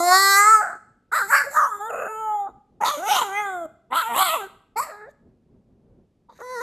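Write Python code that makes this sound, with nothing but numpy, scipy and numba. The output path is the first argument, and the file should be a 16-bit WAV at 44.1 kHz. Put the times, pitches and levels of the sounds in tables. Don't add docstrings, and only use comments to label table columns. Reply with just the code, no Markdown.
import sys
import numpy as np
from scipy import signal
from scipy.fft import rfft, irfft, next_fast_len
from scipy.io import wavfile
from scipy.ndimage import uniform_filter1d, minimum_filter1d
from numba import njit

SR = 44100
rng = np.random.default_rng(int(sys.argv[2]) if len(sys.argv) > 2 else 0)


def linear_from_db(decibels):
    return 10 ** (np.asarray(decibels, float) / 20)


def wav_record(signal):
    frames = np.transpose(np.atleast_2d(signal))
    bounded = np.clip(frames, -1, 1)
    quanta = np.round(bounded * 32767).astype(np.int16)
    wavfile.write(sys.argv[1], SR, quanta)


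N = 291942


def in_time(rows):
    s, *columns = np.transpose(rows)
    return [np.interp(np.arange(N) / SR, s, c) for c in columns]


def stretches(rows, rest):
    out = np.full(N, 1. * rest)
    for start_s, end_s, value in rows:
        out[int(start_s * SR):int(end_s * SR)] = value
    return out


def smooth(x, seconds):
    return uniform_filter1d(x, int(seconds * SR), mode="nearest")


def waver(per_s):
    return np.interp(np.arange(N) / SR * per_s, np.arange(400), rng.standard_normal(400))


def cut(x, hz, kind, order=4):
    return signal.sosfilt(signal.butter(order, hz, kind, fs=SR, output="sos"), x)


def evened(x, seconds=0.042):
    return x / np.sqrt(uniform_filter1d(x ** 2, int(seconds * SR)) + 1e-12)


@njit
def resonate(x, hz, width_hz, sr):
    y = np.zeros(len(x))
    for i in range(2, len(x)):
        r = np.exp(-np.pi * width_hz[i] / sr)
        y[i] = (1 - r) * x[i] + 2 * r * np.cos(2 * np.pi * hz[i] / sr) * y[i - 1] - r * r * y[i - 2]
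    return y


def ringing(x, hz, width_hz):
    width_hz = width_hz * np.ones(N)
    for widening in (1, 2, 3):
        x = resonate(x, hz, widening * width_hz, SR)
    return x


# start_s, end_s, roughness (0-1)
HOARSE_STRETCHES = [(0, .22, .02), (.35, .615, .013), (.615, .8, .8), (1.1, 1.145, .1), (1.145, 1.22, .35),
                    (1.22, 1.31, .08), (1.31, 1.43, .33), (1.43, 1.535, .15), (1.535, 1.68, .35),
                    (1.68, 1.8, .05), (1.895, 2.075, .75), (2.47, 2.55, .8), (2.78, 2.91, .6),
                    (2.91, 3.085, .1), (3.085, 3.15, .2), (3.15, 3.24, .45), (3.24, 3.32, .07),
                    (3.32, 3.65, .025), (3.65, 3.7, .3), (3.88, 4.03, .22), (4.03, 4.15, .08),
                    (4.14, 4.205, .6), (4.205, 4.23, .2), (4.23, 4.375, .14), (4.375, 4.47, .07),
                    (4.47, 4.56, .5), (4.74, 4.83, .16), (4.83, 4.92, .6), (4.92, 5.07, .1),
                    (5.07, 5.15, .18), (6.26, 6.417, .8), (6.417, 6.61, .025), (6.61, 6.62, .4)]
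CLEAR_ROUGHNESS = 0.004


def roughness():
    return np.clip(smooth(stretches(HOARSE_STRETCHES, CLEAR_ROUGHNESS), 0.018), 0, 1)


def fold_partials(pitch_hz, turns, rough):
    sink_db_per_khz = 60 * (rough - CLEAR_ROUGHNESS)
    sink_from_khz, sink_most_db = 1.9, 14
    waver_db = 6.0
    scatter = rng.uniform(0, 2 * np.pi, 44) * (np.arange(44) > 6)
    total = np.zeros(N)
    for k in range(1, 44):
        sink_db = np.clip(sink_db_per_khz * (k * pitch_hz / 1000 - sink_from_khz), 0, sink_most_db)
        fade = np.clip(15500 / pitch_hz - k, 0, 1)
        wavering = 1 + np.log(10) / 20 * waver_db * min(k / 10, 1) * waver(14)
        total += linear_from_db(-sink_db) * np.cos(2 * np.pi * k * turns - scatter[k]) * fade * wavering
    return total / np.sqrt(15500 / pitch_hz / 2)


def breath_air(turns):
    air = rng.standard_normal(N)
    air = air + 2.0 * cut(air, 2400, "high", order=2)
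    return air * (1 + .9 * np.cos(2 * np.pi * turns)) / 1.2


# start_s, pitch_hz
FOLD_PITCH = [
    [(0.0, 340.8), (0.076, 356.2), (0.22, 392.7), (0.35, 396.9), (0.436, 414.5), (0.52, 444.7),
     (0.62, 414.3)],
    [(1.11, 339.7), (1.16, 629), (1.2, 517.4), (1.222, 404.6), (1.27, 383.1), (1.3, 444.4), (1.32, 565.3),
     (1.42, 545.8), (1.447, 452.3), (1.465, 565.4), (1.515, 546.4), (1.535, 621.4), (1.66, 550),
     (1.705, 442.1), (1.739, 407.6), (1.809, 407.9), (1.89, 464.9), (2.08, 431.4), (2.2, 441.9),
     (2.344, 420.4), (2.5, 381.9)],
    [(2.8, 414.9), (2.882, 584), (2.912, 614.9), (2.968, 561.9), (2.974, 282.2), (3.08, 450.2),
     (3.088, 718.1), (3.11, 859), (3.172, 692.7), (3.212, 515), (3.25, 408.8), (3.3, 380.5), (3.402, 422.2),
     (3.68, 311.7)],
    [(3.9, 469.4), (3.935, 527.1), (3.97, 654), (4.012, 641.1), (4.02, 483.3), (4.05, 443.4), (4.09, 472.4),
     (4.14, 470.6), (4.2, 756), (4.25, 740), (4.3, 630.8), (4.35, 661.5), (4.375, 472), (4.41, 397.7),
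     (4.5, 377.6)],
    [(4.755, 416), (4.795, 485), (4.812, 608.3), (4.86, 597.3), (4.89, 531.3), (4.925, 411.6),
     (5.05, 430.3), (5.09, 582)],
    [(6.415, 469.8), (6.433, 492), (6.535, 515.5), (6.567, 476), (6.6, 462.3), (6.62, 512.6)],
]
# start_s, end_s, weakening (0-1)
WEAK_SECOND_PULSES = [(3.09, 3.17, 0.2), (3.9, 4.015, 0.6), (4.09, 4.29, 0.53), (4.29, 4.37, 0.24)]


def vocal_folds():
    jitter, flutter = 0.25, 0.003
    still_breath, hoarse_breath = 0.011, 0.42
    rough = roughness()
    pitch_hz, = in_time(np.vstack(FOLD_PITCH))
    pitch_hz = pitch_hz * (1 + flutter * waver(35))
    weakening = stretches(WEAK_SECOND_PULSES, 0)
    chance = np.clip(rng.standard_normal((6000, 2)), -2, 2)
    wobble = chance[np.cumsum(pitch_hz / SR).astype(int), 0]
    turns = np.cumsum(pitch_hz * np.exp(jitter * rough * wobble) / SR)
    cycle = (turns + .5).astype(int)
    strength = linear_from_db(3.5 * rough * chance[cycle, 1]) * (1 - weakening * (cycle % 2))
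    breath = (still_breath + hoarse_breath * np.sqrt(rough)) * breath_air(turns)
    pulses = strength * (fold_partials(pitch_hz, turns, rough) + breath)
    first_partial = uniform_filter1d(strength ** 2.5, 40) * np.cos(2 * np.pi * turns)
    return pulses, first_partial


# pitch_hz, width_hz, level_db (against each other)
HIGH_CAVITIES = [(8340, 930, 11.5), (12300, 2400, 9)]


def high_cavities(x):
    slope = np.diff(x, prepend=0)
    total = np.zeros(N)
    for k, (hz, width_hz, db) in enumerate(HIGH_CAVITIES):
        total += (-1) ** k * linear_from_db(db) * resonate(slope, np.full(N, 1. * hz), np.full(N, 1. * width_hz), SR)
    return total


# start_s, end_s, jaw_opening (0-1)
PURSED_MUZZLE = [(0, .62, 0.96), (1.66, 2.55, 0.22), (3.29, 3.75, 0.4)]
PURSING_S = 0.051


def jaw_opening():
    return smooth(stretches(PURSED_MUZZLE, 1.0), PURSING_S)


def snout_ring(pulses, snout_hz, jaws):
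    snout = evened(ringing(pulses, snout_hz, 380 * np.sqrt(jaws)))
    side_cavity = evened(ringing(pulses, snout_hz + 700, 520))
    return snout + 0.63 * jaws ** 2.0 * side_cavity


def throbbing(rough):
    throb_db, throbs_per_s = 7.0, 58
    depth_db = throb_db * np.sqrt(rough) * np.clip(1.5 - 2 * rough, 0, 1)
    return linear_from_db(depth_db * np.clip(waver(throbs_per_s), -2, 1))


# start_s, throat_db, throat_hz, mouth_db
THROAT_AND_MOUTH = [
    [(0.0, -24, 770, -25.5), (0.078, -16.5, 780, -27.5), (0.122, -16.5, 760, -13), (0.214, -42.5, 910, -19),
     (0.548, -35.5, 850, -10), (0.608, -26, 792, -24.5), (0.744, -43.5, 773, -36.5), (0.77, -59, 830, -48)],
    [(1.115, -32, 930, -25), (1.133, -37, 1010, -20.5), (1.231, -46, 878, -23.5), (1.283, -47, 950, -54.5),
     (1.305, -27, 990, -26.5), (1.319, -32.5, 933, -13.5), (1.419, -39.5, 900, -20),
     (1.441, -48, 1010, -42.5), (1.471, -38.5, 625, -41.5), (1.521, -45, 855, -52), (1.547, -25, 970, -25),
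     (1.587, -36.5, 1000, -11), (1.669, -32.5, 920, -21), (1.689, -33, 980, -43), (1.723, -47, 1040, -25.5),
     (1.785, -52, 990, -45)],
    [(1.785, -57, 780, -57), (1.811, -30.5, 766, -34), (2.057, -31.5, 622, -32), (2.129, -42, 970, -34.5),
     (2.299, -23.5, 870, -33), (2.41, -25, 845, -50.5), (2.479, -33, 822, -39), (2.51, -62, 846, -63.5)],
    [(2.803, -31.5, 890, -42), (2.835, -16, 855, -24), (2.911, -34, 1110, -27), (2.937, -29, 780, -25),
     (2.977, -32.5, 585, -42), (3.127, -22, 940, -25.5), (3.191, -20, 1064, -26.5),
     (3.265, -35.5, 830, -36), (3.403, -26, 890, -29.5), (3.461, -32, 800, -29), (3.637, -31.5, 690, -42),
     (3.658, -36.5, 637, -51)],
    [(3.9, -57, 920, -62), (3.924, -21, 910, -24), (3.994, -39, 1080, -21.5), (4.094, -26.5, 842, -37.5),
     (4.208, -36.5, 945, -15), (4.276, -36.5, 800, -24), (4.342, -41, 766, -20.5), (4.378, -45, 980, -32.5),
     (4.44, -35.5, 756, -40), (4.47, -68, 835, -45)],
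    [(4.757, -28.5, 860, -45), (4.803, -32.5, 920, -16.5), (4.825, -54, 1080, -35),
     (4.895, -42, 677, -42.5), (5.047, -53.5, 809, -51), (5.091, -43, 708, -73), (5.112, -99, 648, -71)],
    [(6.285, -51, 916, -80), (6.293, -48, 915, -52.5), (6.386, -91, 993, -85)],
    [(6.391, -53, 714, -42), (6.4, -56, 776, -64), (6.408, -50, 805, -40), (6.452, -42, 1070, -49.5),
     (6.62, -35, 1050, -32)],
]


def voice_gates():
    low_edge_s, high_edge_s = 0.007, 0.016
    sounding = np.zeros(N)
    for rows in THROAT_AND_MOUTH:
        first_s, last_s = rows[0][0], rows[-1][0]
        start = int((first_s + low_edge_s / 2) * SR) if first_s > 0 else 0
        sounding[start:int((last_s + low_edge_s) * SR)] = 1
    low_gate = smooth(sounding, low_edge_s)
    return low_gate, low_gate * smooth(sounding, high_edge_s) ** 2


# start_s, lips_db, snout_db, treble_db
UPPER_LEVELS = [
    [(0.0, -43, -41, -31), (0.142, -22, -22, -23), (0.352, -23, -24.5, -21.5), (0.388, -19.5, -37.5, -18),
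     (0.546, -32.5, -46, -24), (0.758, -71, -84.5, -62)],
    [(1.118, -38.5, -51, -38.5), (1.169, -30, -38.5, -30.5), (1.27, -55.5, -56, -44),
     (1.305, -32.5, -53.5, -27), (1.379, -20.5, -30.5, -28.5), (1.483, -52, -66.5, -51.5),
     (1.545, -51.5, -51.5, -33), (1.743, -60, -68.5, -50), (1.995, -50, -44, -49.5),
     (2.13, -60.5, -55.5, -51), (2.407, -63, -65, -57), (2.51, -85.5, -80.5, -82)],
    [(2.803, -51.5, -77, -42), (2.815, -34.5, -74.5, -47), (2.863, -33, -25.5, -30),
     (3.03, -55, -58, -46.5), (3.095, -33, -31, -29.5), (3.165, -34, -23.5, -26.5),
     (3.299, -53.5, -54, -48), (3.369, -23.5, -43.5, -44), (3.68, -96.5, -69, -60.5)],
    [(3.9, -61, -67, -65), (3.922, -32, -42, -57), (3.958, -44, -32.5, -34.5), (4.112, -40.5, -45.5, -46.5),
     (4.186, -31, -26.5, -23.5), (4.324, -32, -28, -31), (4.52, -83, -74, -70)],
    [(4.757, -41.5, -49, -52), (4.79, -40.5, -43, -28), (5.071, -55.5, -84, -95), (5.13, -62, -66, -54)],
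    [(6.285, -82, -71, -84), (6.423, -53, -68.5, -57), (6.491, -45.5, -55, -54.5),
     (6.62, -39, -51.5, -45.5)],
]
# start_s, chest_db (at most), mouth_hz, snout_hz, shrill_hz
POSES = [(0, -29.5, 1195, 4420, 7180), (.3, -34.5, 1415, 4344, 7430), (.6, -39.5, 1406, 4950, 7870),
         (.65, -56, 1550, 4730, 7830), (1.14, -45, 1418, 3970, 7900), (1.4, -48, 1512, 4750, 7900),
         (1.55, -38.5, 1470, 4185, 7330), (1.65, -50, 1281, 3024, 5900), (1.71, -51.5, 1330, 3524, 7360),
         (1.88, -35.5, 1510, 3560, 6980), (1.91, -53, 1295, 2500, 7030), (2.1, -39, 1422, 2630, 6930),
         (2.5, -49, 1216, 3730, 7050), (2.86, -38, 1275, 3850, 6650), (3.05, -42, 1473, 2770, 6670),
         (3.13, -24.5, 1335, 3054, 5750), (3.22, -38.5, 1324, 3150, 7400), (3.39, -39.5, 1487, 3160, 6200),
         (3.48, -40, 1437, 3576, 7280), (3.68, -44, 1230, 3250, 7400), (3.92, -35.5, 1175, 2720, 8160),
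         (3.95, -38, 1340, 3210, 8000), (4.01, -55, 1477, 3370, 7970), (4.05, -48.5, 1350, 2400, 7700),
         (4.14, -37, 1130, 2380, 8000), (4.18, -33.5, 1100, 3110, 7870), (4.25, -41.5, 1256, 3630, 8170),
         (4.36, -38.5, 1063, 2680, 7870), (4.43, -40.5, 1480, 3100, 7250), (4.76, -38.5, 1180, 4500, 7800),
         (4.83, -48.5, 1173, 4600, 8030), (4.95, -49, 1400, 4200, 7500), (5.09, -45, 1610, 3790, 6920),
         (6.3, -60, 1140, 3800, 6600), (6.46, -33, 1363, 4050, 6400)]
# start_s, pitch_hz
LIP_PITCH = [(1.3, 1970), (1.37, 2230), (1.44, 1970), (1.85, 1750), (2.1, 2100), (4.04, 2140), (4.8, 2256),
             (4.9, 1790)]
# start_s, end_s, change_db
TOP_TREBLE = [(.4, .8, -10), (3.85, 4.6, 4.5)]


def puppy():
    pulses, first_partial = vocal_folds()
    rough, jaws = roughness(), jaw_opening()
    throat_db, throat_hz, mouth_db = in_time(np.vstack(THROAT_AND_MOUTH))
    lips_db, snout_db, treble_db = in_time(np.vstack(UPPER_LEVELS))
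    chest_db, mouth_hz, snout_hz, shrill_hz = in_time(POSES)
    lips_hz, = in_time(LIP_PITCH)

    chest_db = np.minimum(chest_db, np.maximum(throat_db, mouth_db) + 2.5)
    above_middle_db = treble_db + 40
    shrill_db = -43 + 0.94 * above_middle_db
    top_treble_db = uniform_filter1d(stretches(TOP_TREBLE, 0), int(PURSING_S * SR))
    air_db = -45 + top_treble_db + above_middle_db

    hoarse = 1 + .4 * rough
    chest = cut(first_partial, [130, 1100], "band", order=3)
    throat = cut(ringing(pulses, throat_hz, 136 * hoarse), 460, "high")
    mouth = -cut(ringing(pulses, mouth_hz, 258 * hoarse), 660, "high")
    lips = cut(ringing(pulses, lips_hz, 280 + 1400 * rough), [1500, 3100], "band")
    snout = -cut(snout_ring(pulses, snout_hz, jaws), [2300, 6200], "band")
    shrill = cut(ringing(pulses, shrill_hz, 940 * jaws ** 0.84), 2700, "high")
    air = -cut(high_cavities(pulses), 7400, "high", order=6)

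    low = linear_from_db(chest_db) * evened(chest) + linear_from_db(throat_db) * evened(throat) + linear_from_db(mouth_db) * evened(mouth)
    middle = linear_from_db(lips_db) * evened(lips) + linear_from_db(snout_db) * evened(snout)
    high = linear_from_db(shrill_db) * evened(shrill) + linear_from_db(air_db) * evened(air)
    low_gate, high_gate = voice_gates()
    throb = throbbing(rough)
    return throb * (low_gate * low + high_gate * middle) + np.sqrt(throb) * high_gate * high


def kitchen(x):
    t60_s, wall_cut_hz = 0.58, 15000
    size = next_fast_len(N + SR)
    w = 2 * np.pi * np.fft.rfftfreq(size)
    dull = 1 / np.sqrt(1 + (w * SR / (2 * np.pi * wall_cut_hz)) ** 2)
    spectrum = rfft(x, size)
    out = np.zeros((2, N))
    lags = rng.uniform(0.013, 0.028, (2, 10)) * SR
    for side in range(2):
        echoes = 0
        for k, lag in enumerate(lags[side]):
            one_round = linear_from_db(-60 * lag / SR / t60_s) * dull ** .5 * np.exp(-1j * w * int(lag))
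            echoes = echoes + (-1) ** k * one_round / (1 - one_round)
        out[side] = irfft(spectrum * echoes, size)[:N]
    return out


def room_sound(dog):
    first, second = kitchen(dog + linear_from_db(-7) * cut(dog, 1200, "high", order=2))
    return first + 0.4 * cut(second, 2500, "high", order=1) * np.array([[1], [-1]])


# (per Hz, only against each other)
RUMBLE_COLOUR = [(15, -38.5), (25, -13.5), (253, -10.5), (305, -18.5), (391, -15), (434, -18.5),
                 (3500, -66.5), (4550, -100)]
# start_s, level_db
RUMBLE_LEVEL = [(2, -65), (5, -61.5)]


def rumble():
    apart, waver_db = 0.08, 4.0
    hz = np.maximum(np.fft.rfftfreq(N, 1 / SR), 1)
    colour_hz, colour_db = np.transpose(RUMBLE_COLOUR)
    colour = linear_from_db(np.interp(np.log(hz), np.log(colour_hz), colour_db))
    mid, side = irfft(rfft(rng.standard_normal((2, N))) * colour, N)
    level = linear_from_db(in_time(RUMBLE_LEVEL)[0] + waver_db * waver(11.0)) / mid.std()
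    return level * (mid + apart * side * np.array([[1], [-1]]))


def microphone_hiss():
    return linear_from_db(-76) * cut(rng.standard_normal(N), 2500, "low", order=1)


def scene():
    dog = puppy()
    nearly_centred = linear_from_db(np.array([[-.15], [.15]]))
    return dog * nearly_centred + linear_from_db(-29.5) * room_sound(dog) + rumble() + microphone_hiss()


def suppress_deep(x):
    loudness_db = 10 * np.log10(uniform_filter1d(x.mean(axis=0) ** 2, 1500) + 1e-12)
    reduction_db = .8 * np.clip(loudness_db + 34.0, 0, 30)
    return x - cut(x, 200, "low") * (1 - linear_from_db(-reduction_db))


def limit(x):
    gain = np.minimum(.7 / (abs(x).max(axis=0) + 1e-9), 1)
    return x * uniform_filter1d(minimum_filter1d(gain, 400), 400)


def roll_off(x):
    return signal.sosfilt(signal.butter(12, 15990, fs=SR, output="sos"), x)


def record(dry):
    limited = limit(suppress_deep(dry))
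    top_cut = signal.cheby2(12, 50, 14450, fs=SR, output="sos")
    below_top = signal.sosfilt(top_cut, limited)
    return roll_off(below_top)


dry = scene()
out = record(dry)
wav_record(out)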